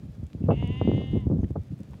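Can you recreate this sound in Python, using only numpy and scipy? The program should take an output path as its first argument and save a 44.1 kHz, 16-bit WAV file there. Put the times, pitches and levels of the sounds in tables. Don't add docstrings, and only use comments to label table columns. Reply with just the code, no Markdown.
import sys
import numpy as np
from scipy import signal
from scipy.io import wavfile
from scipy.ndimage import uniform_filter1d

SR = 44100
rng = np.random.default_rng(int(sys.argv[2]) if len(sys.argv) > 2 else 0)


def generate_wav(sig):
    pcm = np.round(np.clip(np.atleast_2d(sig).T, -1, 1) * 32767).astype(np.int16)
    wavfile.write(sys.argv[1], SR, pcm)


N = 88200
T = np.arange(N) / SR

# (time [s], pitch [Hz])
BLEAT_PITCH = [(.425,223),(.505,219.5),(.528,225.5),(.553,215.5),(.578,231),(.594,238),(.611,230),(.638,245),(.676,239.5),(.694,248.5),(.72,253),(.76,251.5),(.782,258.5),(.815,256),(.91,261.5),(.93,258),(.99,264),(1.04,264.5),(1.06,262),(1.125,262.5),(1.14,265),(1.19,263),(1.26,239)]
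# (time [s], level [dB])
BLEAT_EFFORT = [(.415,-87.5),(.435,-69.5),(.462,-74.5),(.475,-84),(.498,-84),(.509,-51.5),(.528,-55.5),(.55,-59),(.58,-52.5),(.64,-50.5),(.675,-51.5),(.78,-50.5),(.99,-47.5),(1.11,-52),(1.18,-53.5),(1.24,-63.5),(1.275,-74)]
# (time [s], roughness [0-1])
BLEAT_ROUGHNESS = [(.52,.22),(.59,.26),(.72,.17),(.85,.12),(1.15,.12),(1.25,.2)]
# (frequency [Hz], level [dB])
THROAT_RESPONSE = [(250,-6),(750,-5),(1280,-44),(1580,-26),(1830,-15),(2400,-21),(2650,-7.5),(3120,-8),(3400,-12),(3660,-10.5),(3950,-21.5),(4400,-35),(4700,-28.5),(5300,-41),(6000,-38.5),(6550,-33),(7400,-52.5)]
# (time [s], centre [Hz], level [dB])
MOUTH_RESONANCE = [(.53,888,-3.5),(.6,940,-4),(.76,986,-1.5),(.88,965,-4.5),(1.08,894,-2),(1.22,949,6)]
# (time [s], centre [Hz], level [dB])
TONGUE_LOWER = [(0.521,2150,-1),(.6,2135,-1),(.72,2087,-1),(.9,2145,-0.5),(1.101,2050,-4.5),(1.229,2130,1.5)]
TONGUE_UPPER = [(.52,2740,7.5),(.6,2837,3),(.74,2840,5),(.9,2900,-1),(1.15,2900,-4)]
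# (time [s], gain [dB])
NOSE_VALLEY = [(.8,0),(1.1,-10.5)]
REFERENCE_HZ, THROAT_FOLLOWS_PITCH = 290, .17
NOSE_HZ, NOSE_WIDTH_HZ = 2420, 250
JITTER, QUAVER_JITTER = .0024, .013


def bleat():
    rough = in_time(BLEAT_ROUGHNESS)
    pitch = in_time(BLEAT_PITCH) * (1 + JITTER * drift(42) + QUAVER_JITTER * rough * drift(150))
    phase = 2 * np.pi * np.cumsum(pitch) / SR
    stretch = (pitch / REFERENCE_HZ) ** THROAT_FOLLOWS_PITCH
    shimmer = drift(140)
    voice = 0
    for harmonic in range(1, 30):
        hz = harmonic * pitch
        throat = from_db(at_hz(THROAT_RESPONSE, hz / stretch))
        mouth = resonance(MOUTH_RESONANCE, hz, width_hz=140)
        lower = resonance(TONGUE_LOWER, hz, width_hz=237)
        upper = resonance(TONGUE_UPPER, hz, width_hz=230)
        nose = from_db(in_time(NOSE_VALLEY) * np.exp(-((hz - NOSE_HZ) / NOSE_WIDTH_HZ) ** 2))
        tract = np.sqrt(throat ** 2 + mouth ** 2 + lower ** 2 + upper ** 2) * nose
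        flutter = 1 + .5 * rough * (shimmer + drift(82))
        voice += tract * flutter * np.cos(harmonic * phase + rng.normal(0, .28))
    sounding = (T > BLEAT_EFFORT[0][0]) & (T < BLEAT_EFFORT[-1][0])
    return (voice + rasp(phase, rough)) * from_db(in_time(BLEAT_EFFORT)) * sounding


# (centre [Hz], relative level [dB])
RASP_RESONANCES = [(4680,-30),(6550,-32.5)]


def rasp(phase, rough, throat_db=-21.5, width_hz=520):
    hiss = from_db(throat_db) * banded_noise(THROAT_RESPONSE)
    for hz, db in RASP_RESONANCES:
        band = butter(rng.standard_normal(N), [hz - width_hz / 2, hz + width_hz / 2], "band")
        hiss += from_db(db) * rms_one(band)
    return hiss * (1 + .5 * np.cos(phase)) * (.33 + 3 * rough)


def yard_echoes(voice, t60_s=.29):
    lags_s = rng.uniform(.015, .25, 60)
    echoes = np.zeros(N)
    for lag, sign in zip(lags_s, rng.choice([-1, 1], len(lags_s))):
        add(echoes, lag, sign * from_db(-60 * lag / t60_s) * voice)
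    return rms_one(echoes) * np.std(voice)


# (time [s], length [s], level [dB], brightness [Hz])
WIND_BUFFETS = [(.028,0.031,-37,244),(.085,0.022,-34.5,134),(0.18,0.023,-32,179),(0.225,0.037,-36,150.3),(0.339,0.028,-37.5,215),
                (0.404,0.019,-26.5,223),(0.435,0.073,-26,219),(0.485,0.019,-17.5,590),(0.505,0.015,-21.5,762),(0.519,0.018,-23.5,481.5),(.545,0.18,-33,141),
                (0.632,0.014,-25,347),(.664,0.017,-29.5,191),(0.684,0.02,-25,253),(.712,0.029,-30,120),(.765,0.1,-34,205),(0.815,0.0087,-24,390),
                (0.844,0.014,-23,286),(0.881,0.013,-18,393),(0.918,0.03,-25,310),(0.933,0.029,-21,242),(.968,0.025,-25,294),(1.002,0.016,-29,502),(1.022,0.051,-33.5,222),
                (1.095,0.043,-24.5,185),(1.13,0.029,-22,324),(1.158,0.017,-22.5,318),(1.187,0.048,-39,193),(1.258,0.02,-21,279),(1.3,0.033,-22,392),(1.334,0.032,-22.5,235),
                (1.38,0.02,-22.5,309),(1.429,0.023,-22.5,215),(1.503,0.009,-25,250),(1.556,0.0051,-26.5,746),(1.567,0.017,-26,301),(1.585,0.025,-28.5,93),(1.703,0.034,-30,176),(1.8,0.013,-33,247),(1.885,0.046,-40.5,114)]


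def wind_buffets(attack_s=.00375, release_s=.0054):
    out, t = np.zeros(N), T[:SR // 5]
    for start, length, db, hz in WIND_BUFFETS:
        eddies = microphone_port(rng.standard_normal(2 * len(t)), hz)[len(t):]
        local_power = uniform_filter1d(uniform_filter1d(eddies ** 2, size=600), size=400)
        even_eddies = eddies / np.sqrt(local_power + 1e-20)
        attack = 1 - np.exp(-(t / attack_s) ** 2)
        release = 1 / np.cosh(np.clip((t - length) / release_s, 0, 20))
        add(out, start - attack_s / 2, from_db(db) * attack * release * even_eddies)
    return out


# (time [s], peak level [dB], brightness [Hz])
WIND_POPS = [(0.231,-24,260),(0.35,-24,320),(0.441,-14,270),(0.4893,-15.5,1000),(0.506,-14.5,1060),(.626,-24.5,950),(0.644,-18,330),(.707,-16,277),(0.8143,-12.5,780),(0.8205,-26,1000),(.852,-21.5,330),(.876,-10.5,493),(0.886,-16.5,430),(.902,-27,450),(.916,-15.5,680),(0.936,-17.5,434),(.951,-23,500),(0.9801,-21,560),(1.0045,-32,640),(1.041,-29,500),(1.1554,-21.5,540),(1.170,-14.5,306),(1.269,-14.5,330),(1.301,-18,450),(1.3153,-20,560),(1.389,-19,360),(1.432,-24.5,520),(1.507,-23.5,430),(1.561,-26.5,900)]


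def wind_pops():
    out = np.zeros(N)
    for time, db, hz in WIND_POPS:
        pop = microphone_port(signal.unit_impulse(SR // 5), hz)
        add(out, time - 1 / (2 * hz), from_db(db) * pop / np.abs(pop).max())
    return out


def microphone_port(pressure, bright_hz, bottom_hz=60, top_hz=1490):
    eddies = butter(pressure, bright_hz, "low")
    eddies = butter(eddies, .7 * bright_hz, "low")
    eddies = butter(eddies, .12 * bright_hz, "high", order=1)
    eddies = butter(eddies, top_hz, "low", order=4)
    return butter(eddies, bottom_hz, "high", order=3)


# (frequency [Hz], relative density [dB])
RUMBLE_SPECTRUM = [(22,-35),(35,-26.5),(55,0.5),(95,2.5),(170,1),(280,-12.5),(450,-23),(800,-55.5)]
# (time [s], level [dB])
RUMBLE_SWELL = [(0,-45.5),(.12,-47.5),(.23,-43),(.3,-51),(.5,-29.5),(.8,-35.5),(.97,-34.5),(1.2,-34),(1.45,-36),(1.66,-48),(2,-43.5)]


def wind_rumble():
    return from_db(in_time(RUMBLE_SWELL)) * banded_noise(RUMBLE_SPECTRUM)


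# (time [s], level [dB], centre [Hz], decay [s])
HOOF_SCUFFS = [(.301,-60,1890,0.0022),(.756,-60,1500,0.0029),(1.443,-50,1980,0.003),(1.48,-64,2450,0.0066),(1.934,-51.5,830,0.0083),(1.941,-55.5,1860,0.0024)]
# (time [s], level [dB], centre [Hz])
GRIT_TICKS = [(0.239,-62,6260),(0.267,-56.5,5270),(0.675,-55.5,7000),(1.161,-65,10060),(1.507,-62,6500),(1.531,-67.5,11000),(1.79,-61,11000),(1.804,-57,5000),(1.833,-55,5000)]
SCUFF_SPREAD, GRIT_SPREAD = 1.35, 1.8
GRIT_DECAY_S, GRAINS_PER_S, CRACKLE_DB = .0016, 130, -81


def hooves():
    out, t = np.zeros(N), T[:SR // 10]
    scuffs = [(*scuff, SCUFF_SPREAD) for scuff in HOOF_SCUFFS]
    ticks = [(*tick, GRIT_DECAY_S, GRIT_SPREAD) for tick in GRIT_TICKS]
    for start, db, hz, decay, spread in scuffs + ticks:
        dirt = butter(rng.standard_normal(2 * len(t)), [hz / spread, hz * spread], "band")[len(t):]
        add(out, start, from_db(db) * rms_one(dirt) * np.exp(-t / decay))
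    grains = (rng.random(N) < GRAINS_PER_S / SR) * rng.standard_normal(N)
    crackle = butter(grains, [2000, 9000], "band", order=1)
    return out + from_db(CRACKLE_DB) * rms_one(crackle)


def stalk_snap(time_s=.332, peak_db=-42, centre_hz=2300):
    fracture = signal.unit_impulse(N, int(time_s * SR)) + 1e-18
    click = butter(fracture, [centre_hz / GRIT_SPREAD, centre_hz * GRIT_SPREAD], "band")
    return from_db(peak_db) * click / np.abs(click).max()


# (frequency [Hz], relative density [dB])
FAR_SPECTRUM = [(200,5),(500,3.5),(900,-9),(1600,-11),(3000,-14.5),(4500,-18),(6500,-22),(10000,-27.5),(15500,-30)]
# (time [s], level [dB])
FAR_LEVEL = [(0,-62),(.3,-60),(.6,-61),(1.3,-61.5),(1.55,-62.5),(1.68,-61),(1.76,-60.5),(1.86,-59),(2,-61)]


def far_flock_and_air(flicker_db=1.1):
    return from_db(in_time(FAR_LEVEL) + flicker_db * drift(11)) * banded_noise(FAR_SPECTRUM)


def far_chirp(time_s=1.425, half_length_s=.03, peak_db=-73, centre_hz=6350):
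    fall_hz_per_s, waver_hz = 9000, 200
    pitch = centre_hz - fall_hz_per_s * (T - time_s) + waver_hz * drift(300)
    envelope = np.exp(-((T - time_s) / half_length_s) ** 2)
    return from_db(peak_db) * envelope * np.sin(2 * np.pi * np.cumsum(pitch) / SR)


def resonance(track, hz, width_hz):
    times, centres, levels = np.transpose(track)
    detuning = 2 * (hz - np.interp(T, times, centres)) / width_hz
    return from_db(np.interp(T, times, levels)) / (1 + detuning ** 2)


def banded_noise(spectrum):
    out, white = 0, rng.standard_normal((2, 2 * N))
    edges = 20 * 2 ** np.arange(0, 10.1, .5)
    for k, band in enumerate(zip(edges, edges[1:])):
        hz = np.sqrt(band[0] * band[1])
        skirt = min(1, hz / spectrum[0][0], (spectrum[-1][0] / hz) ** 4)
        out += butter(white[k % 2], band, "band")[N:] * skirt * from_db(at_hz(spectrum, hz))
    return rms_one(out)


def from_db(db):
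    return 10 ** (np.asarray(db) / 20)


def rms_one(x):
    return x / np.sqrt(np.mean(x ** 2) + 1e-20)


def in_time(rows):
    return np.interp(T, *np.transpose(rows))


def at_hz(spectrum, hz):
    frequencies, db = np.transpose(spectrum)
    return np.interp(np.log(hz), np.log(frequencies), db)


def butter(x, hz, kind, order=2):
    sections = signal.butter(order, np.clip(hz, 10, .45 * SR), kind, fs=SR, output="sos")
    return signal.sosfilt(sections, x)


def drift(rate_hz):
    return rms_one(butter(rng.standard_normal(2 * N), rate_hz, "low")[N:])


def add(out, start_s, sound):
    i = max(int(start_s * SR), 0)
    out[i:i + len(sound)] += sound[:max(N - i, 0)]


def scene():
    voice = bleat()
    echoes = from_db(-19) * yard_echoes(voice)
    wind = butter(wind_buffets() + wind_pops(), hz=60.8, kind="high", order=4) + wind_rumble()
    return (voice + echoes + wind + hooves() + stalk_snap() + far_flock_and_air() + far_chirp())[None]


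def record(dry, cutoff_hz=15850):
    return signal.sosfilt(signal.ellip(10, .1, 80, cutoff_hz, fs=SR, output="sos"), dry)


dry = scene()
out = record(dry)
generate_wav(out)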